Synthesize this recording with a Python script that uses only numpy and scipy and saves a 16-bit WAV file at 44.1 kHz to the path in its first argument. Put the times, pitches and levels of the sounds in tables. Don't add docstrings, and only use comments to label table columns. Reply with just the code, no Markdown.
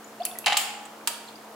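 import sys
import numpy as np
from scipy import signal
from scipy.fft import rfft, irfft
from scipy.io import wavfile

SR = 44100
rng = np.random.default_rng(int(sys.argv[2]) if len(sys.argv) > 2 else 0)


def wav_out(sig):
    wavfile.write(sys.argv[1], SR, np.round(np.clip(np.atleast_2d(sig).T, -1, 1) * 32767).astype(np.int16))


N = 68355
CUTOFF_HZ = 15900

# frequency in Hz, level in dB.
CRACK_TONE = [(40, -40), (200, -26), (500, -35), (900, -2), (1800, -1), (2900, 2), (5500, -3.5), (7700, -1),
              (9000, -5), (12500, -5), (15500, -11)]
# start in seconds, level in dB, treble tilt in dB per octave, peak in Hz, its boost in dB,
# fade time in seconds (the time to drop by 60 dB), share sent to the room in dB.
ICE_CRACKS = [(0.252, -16, 7.5, 10300, 6, 0.022, -6), (0.26, -27.5, 5, 10500, 35, 0.02, 2),
              (0.3868, -24.5, 7, 11350, 9.5, 0.022, -4.5), (0.5725, -11, 1.8, 7420, 11.5, 0.02, 2),
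              (0.8529, -39.5, -2, 8130, 16, 0.055, -15), (1.0737, -15, 0.6, 8700, 8.5, 0.045, -3.5)]

def cracks():
    direct, to_room = np.zeros((2, 2, N))
    for start, db, tilt, peak_hz, boost_db, fade_s, room_db in ICE_CRACKS:
        def tone(hz):
            peak = boost_db / (1 + ((hz - peak_hz) / (0.079 * peak_hz)) ** 2)
            return read(CRACK_TONE, hz) + tilt * np.log2(np.maximum(hz, 500)) + peak
        snap = amp(db) * hit(start, fade_s, tone, glass_db=-8, air_db=-5.5, alike=0.42)
        add(direct, start, snap)
        add(to_room, start, amp(room_db) * snap)
    return direct, to_room


# frequency in Hz, level in dB.
KNOCK_TONE = [(40, -37), (200, -21.5), (420, -24.5), (640, 0.5), (820, 6.5), (1020, -5), (1220, -4.5),
              (1450, -5.5), (2000, -1), (2900, 3.5), (3500, -1.5), (4500, -2.5), (5600, -11.5),
              (7700, -7.5), (8600, -24.5), (10300, -13), (12500, -29.5), (15500, -28)]
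# start in seconds, level in dB, treble tilt in dB per octave, fade time in seconds.
ICE_KNOCKS = [(0.4608, -15, 4, 0.031), (0.4652, -12, -0.5, 0.012), (0.4685, -12.5, -1.5, 0.033),
              (0.474, -22, -4.5, 0.066), (0.4802, -16, -1.5, 0.034), (0.4985, -24, -2.5, 0.063),
              (0.509, -27.5, -4, 0.067), (0.5225, -15, -2.2, 0.027), (0.5285, -18.5, -1.5, 0.048),
              (0.543, -23.5, -4.5, 0.017), (0.559, -34, 2, 0.028), (0.5695, -14, 4, 0.018)]

def knocks():
    out = np.zeros((2, N))
    for start, db, tilt, fade_s in ICE_KNOCKS:
        def tone(hz):
            return read(KNOCK_TONE, hz) + tilt * np.log2(np.maximum(hz, 800))
        add(out, start, amp(db) * hit(start, fade_s, tone, glass_db=1.5, air_db=-14, alike=0.76))
    return out * amp([[-0.65], [0.65]])


# time in seconds, pitch in Hz.
AIR_PITCH = [(0.25, 740), (0.46, 800), (0.485, 832), (0.7, 836), (1.07, 935)]
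# pitch in Hz, level in dB, fade time in seconds.
GLASS_NOTES = [(1215, -10, .1), (1830, -19, .14), (2240, -22, .12), (2530, -18, .16), (2795, -19, .16),
               (2900, -20, .15), (3085, -17, .2), (3895, -22, .12), (7300, -19, .13), (7860, -21, .13)]

def hit(start, fade_s, tone, glass_db, air_db, alike):
    t, hz = np.arange(SR // 2) / SR, np.fft.rfftfreq(2048, 1 / SR)
    decay = amp(-60 * t / fade_s)
    noise = pair(rng.standard_normal((2, len(t))), alike) * decay
    treble_cut_db = np.clip((hz - CUTOFF_HZ) / 20, 0, 50)
    burst = signal.fftconvolve(noise, tone_filter(tone(hz) - treble_cut_db)[None], axes=1)[:, :len(t)]
    burst = unit(burst) * np.sqrt(np.mean(decay ** 2))
    top_db = tone(hz).max()
    air_hz = np.interp(np.arange(round(start * SR) + len(t)) / SR, *np.transpose(AIR_PITCH))
    air_turns = np.cumsum(air_hz)[-len(t):] / SR
    air_level = amp(air_db + tone(air_hz[-len(t)]) - top_db - 60 * t / 0.13)
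    ring = air_level * np.sin(2 * np.pi * air_turns)
    for note_hz, db, ring_s in GLASS_NOTES:
        phase = np.angle(pair(rng.standard_normal((2, 1)) + 1j * rng.standard_normal((2, 1)), alike))
        level = amp(glass_db + db + tone(note_hz) - top_db - 60 * t / ring_s)
        ring = ring + level * np.sin(2 * np.pi * note_hz * t + phase)
    return burst + (1 - decay) * ring


# start in seconds, starting pitch in Hz, level in dB.
AIR_POCKET = [(0.2005, 645.3, -26)]

def gulp(length_s=0.0255, rise_hz_per_s=4800):
    t, out = np.arange(0, length_s, 1 / SR), np.zeros((2, N))
    swell = abs(np.sin(np.pi * (t / length_s) ** 0.8)) ** 0.7
    for start, hz, db in AIR_POCKET:
        add(out, start, amp(db) * swell * np.sin(2 * np.pi * (hz + rise_hz_per_s * t / 2) * t))
    return out


# start in seconds, pitch in Hz, level in dB, fade time in seconds.
SINGLE_BUBBLES = [(0.0432, 6870, -39.5, 0.039), (0.0766, 7050, -43, .04), (0.2, 2750, -43, 0.09),
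                  (0.201, 4350, -42.5, 0.065), (0.2187, 3400, -31.5, 0.033), (0.2314, 4800, -36.5, 0.074),
                  (0.2453, 4270, -37, 0.12), (0.2628, 2603, -25, 0.028), (0.262, 4740, -34, 0.042),
                  (0.3124, 3470, -34, 0.025), (0.3556, 1950, -36.5, 0.027), (0.3714, 1900, -40, 0.051),
                  (0.4413, 2690, -27.5, 0.037), (0.4443, 4100, -33, 0.018), (1.14, 3190, -31, 0.027),
                  (1.276, 4100, -40.5, 0.092), (1.285, 3430, -31, 0.022), (1.284, 7400, -41, .03),
                  (1.3558, 4770, -39, 0.043), (1.443, 7400, -45, 0.021)]

def bubbles(roughness=0.64, flutter_hz=365):
    out = np.zeros((2, N))
    lowpass = signal.butter(2, flutter_hz, fs=SR, output="sos")
    for start, hz, db, fade_s in SINGLE_BUBBLES:
        ping = bubble(hz, fade_s)
        scatter = unit(signal.sosfilt(lowpass, rng.standard_normal((2, len(ping)))))
        add(out, start, amp(db) * ping * (1 - roughness / 2 + roughness * scatter))
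    return out


def bubble(hz, fade_s, attack_s=0.002):
    t = np.arange(SR // 10) / SR
    level = np.minimum(t / attack_s, 1) * amp(-60 * t / fade_s)
    return level * np.sin(2 * np.pi * hz * t * (1 + 0.83 * t))


# time in seconds, level in dB.
TRICKLE_LEVEL = [(0, -52.5), (0.35, -50.5), (0.9, -53), (1.01, -49.5), (1.25, -56.5), (1.499, -48.5)]

def pour():
    level_db = np.interp(np.arange(N) / SR, *np.transpose(TRICKLE_LEVEL))
    trickle = swarm(low_hz=586.5, high_hz=1642, per_s=1200, cycles=15.7, spread_db=3, alike=0.87)
    fizz = swarm(low_hz=2210, high_hz=13000, per_s=190, cycles=50, spread_db=3.5, alike=0.33)
    return amp(level_db) * trickle + amp(-67.5) * fizz


def swarm(low_hz, high_hz, per_s, cycles, spread_db, alike, pitches=24):
    out = np.zeros((2, N))
    for hz in np.geomspace(low_hz, high_hz, pitches):
        starts = rng.random((2, N)) < per_s / (2 * pitches * SR)
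        strength = amp(spread_db * np.minimum(rng.exponential(1, (2, N)), 3))
        out += signal.oaconvolve(starts * strength, bubble(hz, cycles / hz)[None], axes=1)[:, :N]
    return unit(pair(out, alike))


# frequency in Hz, fade time in seconds.
ECHO_FADE = [(200, 0.9), (850, 0.98), (2800, 0.7055), (7500, 0.55), (15000, 0.3)]
# frequency in Hz, level in dB.
ECHO_TONE = [(200, -20), (850, 0), (2800, 0), (7500, -3.5), (15000, -2)]
# frequency in Hz, how alike the echo is left and right from 0 to 1.
ECHO_ALIKE = [(150, .98), (800, 0.98), (1500, 1), (3000, 0.37), (8000, 0.44)]

def kitchen(sound, early_delay_s=0.0046, early_fade_s=0.049, tail_rise_s=0.015):
    t = np.arange(SR) / SR
    phases = np.exp(2j * np.pi * rng.random((2, SR // 2 + 1)))
    noise = irfft(pair(phases, read(ECHO_ALIKE, np.fft.rfftfreq(SR, 1 / SR))), SR)
    early = unit(noise[:, ::-1] * (t > early_delay_s) * amp(-60 * t / early_fade_s)) / np.sqrt(SR)
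    hz, when, bands = signal.stft(unit(noise), SR, nperseg=256)
    fade_s = read(ECHO_FADE, hz)[:, None]
    bands *= amp(read(ECHO_TONE, hz)[:, None] - 60 * when / fade_s)
    bands *= np.sqrt(2 * np.log(1000) / (fade_s * SR))
    tail = signal.istft(bands, SR)[1][:, :SR] * np.minimum(t / tail_rise_s, 1) ** 2
    return signal.fftconvolve(sound, amp(-9) * early + tail, axes=1)[:, :N]


# frequency in Hz, relative level in dB.
WASH_TONE = [(25, -56), (55, -38), (75, -46), (105, -16), (160, -19.5), (215, -12.5), (245, -13), (285, -6),
             (420, -9.5), (820, -9.5), (1000, -10.5), (2700, -20), (4700, -23.5), (7000, -24.5),
             (16000, -29)]
# frequency in Hz, how alike the wash is left and right from 0 to 1.
WASH_LIKENESS = [(50, .85), (150, 0.97), (400, 0.92), (1000, 0.6), (2500, 0.22), (10000, 0.28)]

def wash(level_db=-47.5):
    hz = np.fft.rfftfreq(N, 1 / SR)
    spectrum = pair(rfft(rng.standard_normal((2, N))), read(WASH_LIKENESS, hz))
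    return amp(level_db) * unit(irfft(spectrum * amp(read(WASH_TONE, hz)), N))


# pitch in Hz, average level in dB.
HUM_NOTES = [(218, -56.5), (462, -60), (688, -62), (943, -69)]

def hum(waver_hz=7):
    hz, t = np.fft.rfftfreq(N, 1 / SR), np.arange(N) / SR
    keep_slow = np.exp(-(hz / waver_hz) ** 2)
    out = np.zeros(N)
    for note_hz, db in HUM_NOTES:
        sway, drift = unit(irfft(rfft(rng.standard_normal((2, N))) * keep_slow, N))
        level = amp(db) * np.sqrt(2) * (1 + 0.067 * sway)
        out += level * np.sin(2 * np.pi * note_hz * t + 0.18 * drift)
    return out


def amp(db):
    return 10 ** (np.asarray(db) / 20)


def unit(x):
    return x / np.sqrt(np.mean(x ** 2) + 1e-20)


def read(table, hz):
    row_hz, value = np.transpose(table)
    return np.interp(np.log(hz + 1), np.log(row_hz + 1), value)


def add(mix, start, sound):
    part = mix[..., round(start * SR):][..., :sound.shape[-1]]
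    part += sound[..., :part.shape[-1]]


def pair(signals, alike):
    alike = np.clip(alike, -1, 1)
    mid, side = np.sqrt((1 + alike) / 2) * signals[0], np.sqrt((1 - alike) / 2) * signals[1]
    return np.array([mid + side, mid - side])


def tone_filter(db):
    log_gain = np.log(amp(np.concatenate([db, db[-2:0:-1]])))
    return np.fft.ifft(np.exp(np.conj(signal.hilbert(log_gain)))).real[:len(db)]


def scene():
    snaps, snaps_to_room = cracks()
    tumble, pings, glug = knocks(), bubbles(), gulp()
    echo = kitchen(snaps_to_room + amp(-2.5) * tumble + amp(-4.5) * pings + amp(-4) * glug)
    return snaps + tumble + pings + glug + echo + pour() + wash() + hum()


def record(dry, ceiling_db=-7):
    rounded = dry / (1 + (dry / amp(ceiling_db)) ** 4) ** 0.25
    lowpass = signal.firwin(511, CUTOFF_HZ, window=("kaiser", 9), fs=SR)
    return signal.oaconvolve(rounded, lowpass[None], "same")


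dry = scene()
out = record(dry)
wav_out(out)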